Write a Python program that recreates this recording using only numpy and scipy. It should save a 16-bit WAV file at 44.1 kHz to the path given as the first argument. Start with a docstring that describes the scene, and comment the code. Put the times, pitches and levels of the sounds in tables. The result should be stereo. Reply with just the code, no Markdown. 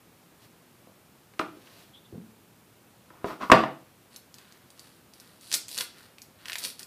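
"""Small side cutters snip a cable end with a steel click, and their dry pivot squeaks as they open.
The cable slaps and slides on a wooden workbench, shaking the board and ringing its modes; the cutters
are dropped on it, chatter and overload the microphone. Then fingers pick at the cable and peel back
its foil shield, which crackles in tiny slips and ticks as creases and wire strands let go.
A stereo pair close by, in a small, quiet room with a faint rumble and hiss."""
import sys
import numpy as np
from scipy import signal
from scipy.fft import rfft, irfft, next_fast_len
from scipy.io import wavfile
from scipy.ndimage import uniform_filter1d

SR = 44100
rng = np.random.default_rng(int(sys.argv[2]) if len(sys.argv) > 2 else 0)


def wav_record(signal):
    """Record a signal, one row per channel, as 16-bit PCM in the file named by sys.argv[1]."""
    frames = np.transpose(np.atleast_2d(signal))
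    bounded = np.clip(frames, -1, 1)
    # unit amplitude maps onto the largest positive 16-bit level
    quanta = np.round(bounded * 32767).astype(np.int16)
    wavfile.write(sys.argv[1], SR, quanta)


N = 302878
TIME = np.arange(N) / SR
RING = TIME[:SR // 2]  # half a second for a short sound to die away

# Spectrum of the board's dense, quickly damped vibration. Each row: frequency in Hz, level in dB.
BOARD = [(30, -27), (70, -29), (130, -15.5), (200, -9.5), (290, -1), (420, -4), (700, -3), (1000, -1),
         (1380, 0.5), (1560, -6.5), (2200, -9), (3000, -11), (4200, -12.5), (7000, -17.5), (14000, -18.5)]
# Spectrum of the crackling foil. Each row: frequency in Hz, level in dB.
FOIL = [(60, -46), (250, -14), (600, -16), (900, -20), (1300, -29), (2400, -13), (3300, -9.5), (4400, -1.5),
        (6500, -13), (9500, -4.5), (14500, -16)]


def jaw_clacks(t60=.014):
    """Steel meets steel in a short, bright crack as the jaws bite, snap shut or are jolted."""
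    # Each row: start in seconds, level in dB.
    clacks = [(1.337, -59), (1.3933, -32.5), (1.672, -56), (3.5016, -32)]
    # Spectrum of the steel. Each row: frequency in Hz, level in dB.
    steel = [(200, -21.5), (900, -4.5), (1600, 0), (2600, 0), (4200, -12.5), (7000, -15.5), (14000, -21.5)]
    out = np.zeros(N)
    for s, db in clacks:
        crack = colour(rng.standard_normal(len(RING)) * fade(t60), steel)
        add(out, s, undb(db) * burst(crack))
    return out


def pivot_squeaks(rise_hz_per_s=7100, waver_hz=190):
    """The dry pivot sticks and slips in short, raspy, rising chirps as the jaws open."""
    # Each row: start in seconds, length in seconds, level in dB, starting pitch in Hz.
    squeaks = [(1.931, 0.039, -50, 3200), (1.96, 0.038, -54, 3330), (2.042, 0.031, -58, 3420)]
    out = np.zeros(N)
    for s, length, db, start_hz in squeaks:
        t = RING[RING < length]
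        waver = unit(uniform_filter1d(rng.standard_normal(len(RING)), size=30))[:len(t)]
        hz = start_hz + rise_hz_per_s * t + waver_hz * waver
        arch = np.sin(np.pi * t / length)
        add(out, s, undb(db) * arch * np.sin(2 * np.pi * np.cumsum(hz) / SR))
    return out


def cutter_drop(start_s=3.5171, db=-3.5, contact_hz=4000, ring_hz=1180, ring_db=-2.5):
    """Three rows of knocks: the cutters land flat and chatter, each rebound weaker and softer."""
    gap_s, step_db, softening = .0044, -4, .72
    return [(start_s + k * gap_s, db + k * step_db, contact_hz * softening ** k, ring_hz, ring_db)
            for k in range(3)]


def bench_knocks(board_t60=.025, tool_t60=.018, scatter=.11, modes_db=-6):
    """Tool and cable strike the board and its modes; a soft contact is duller; the tool rings briefly."""
    # Each row: start in seconds, level in dB, contact bandwidth in Hz, tool ring in Hz,
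    # ring level in dB against the wood.
    blows = [(0.872, -52, 900, 536, -1), (1.3959, -24, 3330, 1267, 1.5), (1.413, -32.5, 3000, 1360, -4),
             (3.104, -48.5, 2250, 1298, -0.5), (3.2443, -26, 2000, 371.7, 1),
             (3.432, -31.5, 2000, 1140, 5.5), (3.4996, -15.5, 1497, 1117, 5),
             (3.637, -23.5, 1894, 1180, -10)]
    out, modes = np.zeros((2, N)), bench_modes()
    for s, db, contact_hz, ring_hz, ring_db in blows + cutter_drop():
        # bending waves spread through the wide board, which radiates a little differently to each capsule
        push = scatter * diffuse(len(RING), split_hz=700) * fade(board_t60)
        push[:, 0] = -1  # the impact itself
        board = burst(np.array([colour(side, BOARD) for side in push]))
        wood = burst(lowpass(board + undb(modes_db) * modes, contact_hz, order=2))
        tool = undb(ring_db) * burst(mode(ring_hz, tool_t60))
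        add(out, s, undb(db) * burst(wood + tool))
    return out


def bench_bumps(t60=.05, soft_hz=520):
    """Soft, heavy contacts of hand, tool and cable move only the lowest part of the board's range."""
    # Each row: start in seconds, level in dB, pitch in Hz.
    bumps = [(1.3979, -32, 305), (1.57, -47, 336), (2.126, -41.5, 337), (2.133, -45.5, 91),
             (2.145, -46.5, 452), (2.155, -39, 175), (2.179, -39.5, 220), (3.517, -26, 55),
             (3.544, -29, 150)]
    out = np.zeros(N)
    for s, db, hz in bumps:
        thud = np.diff(mode(hz, t60), prepend=0)  # pressure follows the change of the board's speed
        add(out, s, undb(db) * burst(lowpass(thud, soft_hz, order=2)))
    return out


def bench_slides(modes_db=-8, soft_hz=1900):
    """Cable and tool slide on the bench, feeding the board and its modes with dense slips."""
    # Each row: peak time in seconds, level in dB, rise and fall in seconds.
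    slides = [(3.15, -60, 0.12, .16), (3.31, -40, 0.067, 0.053), (3.425, -33.5, .025, 0.042),
              (3.58, -31, .05, .08)]
    friction = slips(per_s=2300, spread_db=3)
    board = unit(colour(friction, BOARD))
    ringing = unit(signal.fftconvolve(friction, bench_modes())[:N])
    return unit(lowpass(board + undb(modes_db) * ringing, soft_hz, order=1)) * strokes(slides)


def bench_modes():
    """The lasting ring of the bench top: damped modes, each with a random sign."""
    # Each row: frequency in Hz, level in dB, seconds to fall by 60 dB.
    modes = [(142, -9.5, .3), (253.4, -3.5, 0.054), (324.5, 8, 0.14), (435, -11.5, 0.081), (633.8, 1, 0.11),
             (784, -4, 0.3), (1028, -5, .11), (1118, -11, .15), (1280, -4.5, 0.13), (1412, -3, 0.044),
             (1818, -10, 0.0816), (2063, -9.5, 0.063), (2300, -17, .07)]
    return burst(sum(rng.choice([-1, 1]) * undb(db) * mode(hz, t60) for hz, db, t60 in modes))


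def foil_snaps(cycles=7, overtone_ratio=1.46, overtone_db=-5, chatter_gain=.14, shiver_gain=.092):
    """A strand or crease lets go: two heavily damped modes chatter briefly while the foil shivers."""
    # Each row: start in seconds, peak of the click in dB, pitch in Hz.
    snaps = [(4.162, -21, 5940), (4.3423, -26, 4850), (4.3846, -30, 4800), (4.524, -32.5, 4210),
             (4.704, -31, 5150), (4.7946, -25, 4780), (5.137, -31, 5200), (5.2005, -27.5, 5520),
             (5.411, -33, 7000), (5.5165, -12.5, 3320), (5.5274, -6.5, 4740), (5.5406, 0, 4800),
             (5.5439, -4.5, 4600), (5.5504, -8.5, 5200), (5.683, -17, 6660), (5.691, -20, 4630),
             (5.778, -10, 6500), (5.7861, -13, 4200), (5.8095, -8, 3500), (6.184, -29, 2500),
             (6.2188, -22.5, 6200), (6.457, -21.5, 2040), (6.484, -20.5, 3040), (6.498, -16, 2010),
             (6.52, -17.5, 2600), (6.5314, -12, 2970), (6.556, -12.5, 2130), (6.5844, -11, 7000),
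             (6.650, -9.5, 3770), (6.794, -18, 5540), (6.8308, -21, 5000)]
    out = np.zeros(N)
    for s, db, hz in snaps:
        t60 = cycles / hz
        overtone = undb(overtone_db) * mode(overtone_ratio * hz, t60 / overtone_ratio)
        click = np.diff(mode(hz, t60) + overtone, prepend=0)
        click /= np.abs(click).max()
        rattle, crinkle = rng.standard_normal((2, len(RING)))
        chatter = unit(signal.fftconvolve(rattle, click)[:len(RING)]) * fade(t60=.019)
        shiver = unit(colour(crinkle, FOIL)) * fade(t60=.02)
        add(out, s, undb(db) * (click + chatter_gain * chatter + shiver_gain * shiver))
    return out


def foil_rustle(fine_db=-4.5, creases_db=-7):
    """Rubbed foil crackles finely and small creases tick; larger folds add a lower crumple."""
    # Finger strokes. Each row: peak time in seconds, level in dB, rise and fall in seconds,
    # crumple in dB against that level.
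    rubs = [(4.155, -52.5, 0.055, 0.043, -8.5), (4.42, -63.5, 0.11, 0.28, 3), (4.82, -55.5, .1, 0.21, -9.5),
            (5.22, -58, 0.12, 0.23, -7.5), (5.475, -49, .11, 0.052, -18),
            (5.544, -27.5, 0.038, 0.03, -16.5), (5.73, -38.5, 0.049, 0.056, -28.5),
            (5.798, -28, 0.035, 0.038, -13), (5.98, -56, 0.071, .17, -1.5),
            (6.505, -53.5, 0.13, 0.041, 3.5), (6.648, -32, 0.079, 0.088, -20),
            (6.812, -44.5, 0.032, 0.029, -8.5)]
    # Spectrum of the larger folds. Each row: frequency in Hz, level in dB.
    crumple = [(50, -56), (150, -17.5), (300, -2), (850, -10), (1400, 2), (2300, -5), (3500, -2.5),
               (7000, -19.5)]
    rubbing = strokes(row[:-1] for row in rubs)
    folding = strokes((s, db + crumple_db, rise, fall) for s, db, rise, fall, crumple_db in rubs)
    fine = unit(colour(slips(per_s=2200, spread_db=6), FOIL))
    creases = unit(colour(slips(per_s=90, spread_db=2.5), FOIL))
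    folds = unit(colour(slips(per_s=1800, spread_db=5.5), crumple))
    return rubbing * (undb(fine_db) * fine + undb(creases_db) * creases) + folding * folds


def skin_brushes():
    """Hands slide softly over the cable jacket in dense, even slips."""
    # Each row: peak time in seconds, level in dB, rise and fall in seconds.
    brushes = [(.44, -58, 0.065, 0.04), (1.79, -56, 0.36, 0.14), (3.258, -49.5, .02, .13),
               (3.43, -55, .05, 0.2)]
    # Spectrum of skin on the jacket. Each row: frequency in Hz, level in dB.
    skin = [(60, -18.5), (250, 4), (1000, -1.5), (2000, -2), (4200, -0.5), (7000, -8), (14000, -7.5)]
    return unit(colour(slips(per_s=2000, spread_db=.5), skin)) * strokes(brushes)


def room_response(early_db=-3, early_t60=.07, onset_s=.0015):
    """Dense reflections from things near the pair, then a tail that loses its top treble first."""
    # Decay of the tail. 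Each row: frequency in Hz, seconds to fall by 60 dB.
    tail_t60 = [(100, 0.38), (500, 0.38), (1200, 0.32), (3000, .37), (6000, 0.33), (14000, .18)]
    # Spectrum of the reflections. Each row: frequency in Hz, level in dB.
    room_colour = [(40, -15.5), (120, -1), (250, -0.5), (1200, 0), (3000, -3.5), (7000, -5), (14000, 3)]
    hz, s, cells = signal.stft(diffuse(len(RING), split_hz=480), SR, nperseg=256)
    tail = np.exp(-np.log(1000) * s / across(tail_t60, hz)[:, None])
    early = undb(early_db) * np.exp(-np.log(1000) * s / early_t60)
    onset = np.minimum(RING / onset_s, 1) ** 2
    echoes = signal.istft(cells * (tail + early), SR)[1][:, :len(RING)] * onset
    return [colour(side / np.sqrt(np.sum(side ** 2)), room_colour) for side in echoes]


def room_tone(db=-55):
    """Steady rumble and hiss reach the pair from all sides."""
    # Spectrum of the quiet room. Each row: frequency in Hz, level in dB.
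    air = [(15, -55), (25, -37), (108, -5.5), (216, -6.5), (247, -6.5), (290, -9.5), (340, -8.5),
           (368, -10.5), (579, -13.5), (627, -14), (1250, -17), (2020, -21.5), (2250, -20.5), (6020, -27),
           (14500, -26)]
    noise = diffuse(next_fast_len(N, True), split_hz=75)
    return undb(db) * unit(np.array([colour(side[:N], air) for side in noise]))


def place(x, walls, wet_db, pan_db, lag_ms):
    """Direct sound, pan_db louder at the left capsule and lag_ms later at the right, plus the room."""
    left, right = np.broadcast_to(x, (2, N))
    size = next_fast_len(N, True)
    delay = np.exp(-2j * np.pi * np.fft.rfftfreq(size, 1 / SR) * lag_ms / 1000)
    delayed = irfft(rfft(right, size) * delay, size)[:N]
    direct = np.array([left * undb(pan_db / 2), delayed * undb(-pan_db / 2)])
    return direct + undb(wet_db) * np.array([signal.fftconvolve(left, side)[:N] for side in walls])


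def diffuse(size, split_hz):
    """Noise from all sides: alike at both capsules in the bass, unrelated well above split_hz."""
    hz = np.fft.rfftfreq(size, 1 / SR)
    alike = .95 / (1 + (hz / split_hz) ** 2)
    mid, side = rfft(rng.standard_normal((2, size)))
    mid, side = mid * np.sqrt(1 + alike), side * np.sqrt(1 - alike)
    return irfft(np.array([mid + side, mid - side]), size) / np.sqrt(2)


def slips(per_s, spread_db):
    """Tiny stick-slip releases at random moments; a wide spread makes a few much larger."""
    size = undb(spread_db * np.minimum(rng.exponential(size=N), 4))
    return (rng.random(N) < per_s / SR) * rng.choice([-1, 1], N) * size


def strokes(rows):
    """Summed gain of strokes: bells 20 dB down rise seconds before the peak and fall seconds after."""
    gain = np.zeros(N)
    for s, db, rise, fall in rows:
        away = (TIME - s) / np.where(TIME < s, rise, fall)
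        gain += undb(db - 20 * np.minimum(away ** 2, 10))
    return gain


def mode(hz, t60):
    """One damped vibration."""
    return np.sin(2 * np.pi * hz * RING) * fade(t60)


def fade(t60):
    """Exponential decay that loses 60 dB in t60 seconds."""
    return np.exp(-np.log(1000) * RING / t60)


def colour(x, points):
    """Minimum-phase filter with the given (Hz, dB) response."""
    size = 4096
    gain = undb(across(points, np.fft.rfftfreq(size, 1 / SR)))
    cepstrum = irfft(np.log(gain))
    cepstrum[1:size // 2] *= 2
    cepstrum[size // 2:] = 0
    return signal.fftconvolve(x, irfft(np.exp(rfft(cepstrum))))[:len(x)]


def across(points, hz):
    """Read (Hz, value) points on a log-frequency axis."""
    f, value = np.transpose(points)
    return np.interp(np.log(hz + 1), np.log(f), value)


def lowpass(x, hz, order):
    """Dull a sound above hz."""
    return signal.lfilter(*signal.butter(order, hz, fs=SR), x)


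def undb(db):
    """Decibels to gain."""
    return np.exp(np.asarray(db) * np.log(10) / 20)


def unit(x):
    """Scale to rms 1."""
    return x / np.sqrt(np.mean(x ** 2))


def burst(x):
    """Scale a short sound to the energy of 10 ms at rms 1."""
    return unit(x) * np.sqrt(SR / 100 / x.shape[-1])


def add(track, s, sound):
    """Mix a sound in at s seconds."""
    i = int(s * SR)
    track[..., i:i + sound.shape[-1]] += sound[..., :N - i]


def scene():
    """Bench and hands close to the pair and near its centre, over the room tone."""
    walls = room_response()
    bench = bench_knocks() + bench_bumps() + bench_slides() + jaw_clacks()
    hands = foil_snaps() + foil_rustle() + skin_brushes() + pivot_squeaks()
    return (place(bench, walls, wet_db=-1, pan_db=.6, lag_ms=.038)
            + place(hands, walls, wet_db=0, pan_db=1.4, lag_ms=-.032)
            + room_tone())


def record(dry):
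    """The recorder sheds the deepest bass, flattens the loudest peaks and cuts the top."""
    bottom_hz, top_hz, hardness = 18, 14800, 12
    sound = signal.lfilter(*signal.butter(1, bottom_hz, "high", fs=SR), dry)
    clipped = sound / (1 + sound ** hardness) ** (1 / hardness)
    return signal.sosfilt(signal.ellip(8, .1, 60, top_hz, fs=SR, output="sos"), clipped)


dry = scene()
out = record(dry)
wav_record(out)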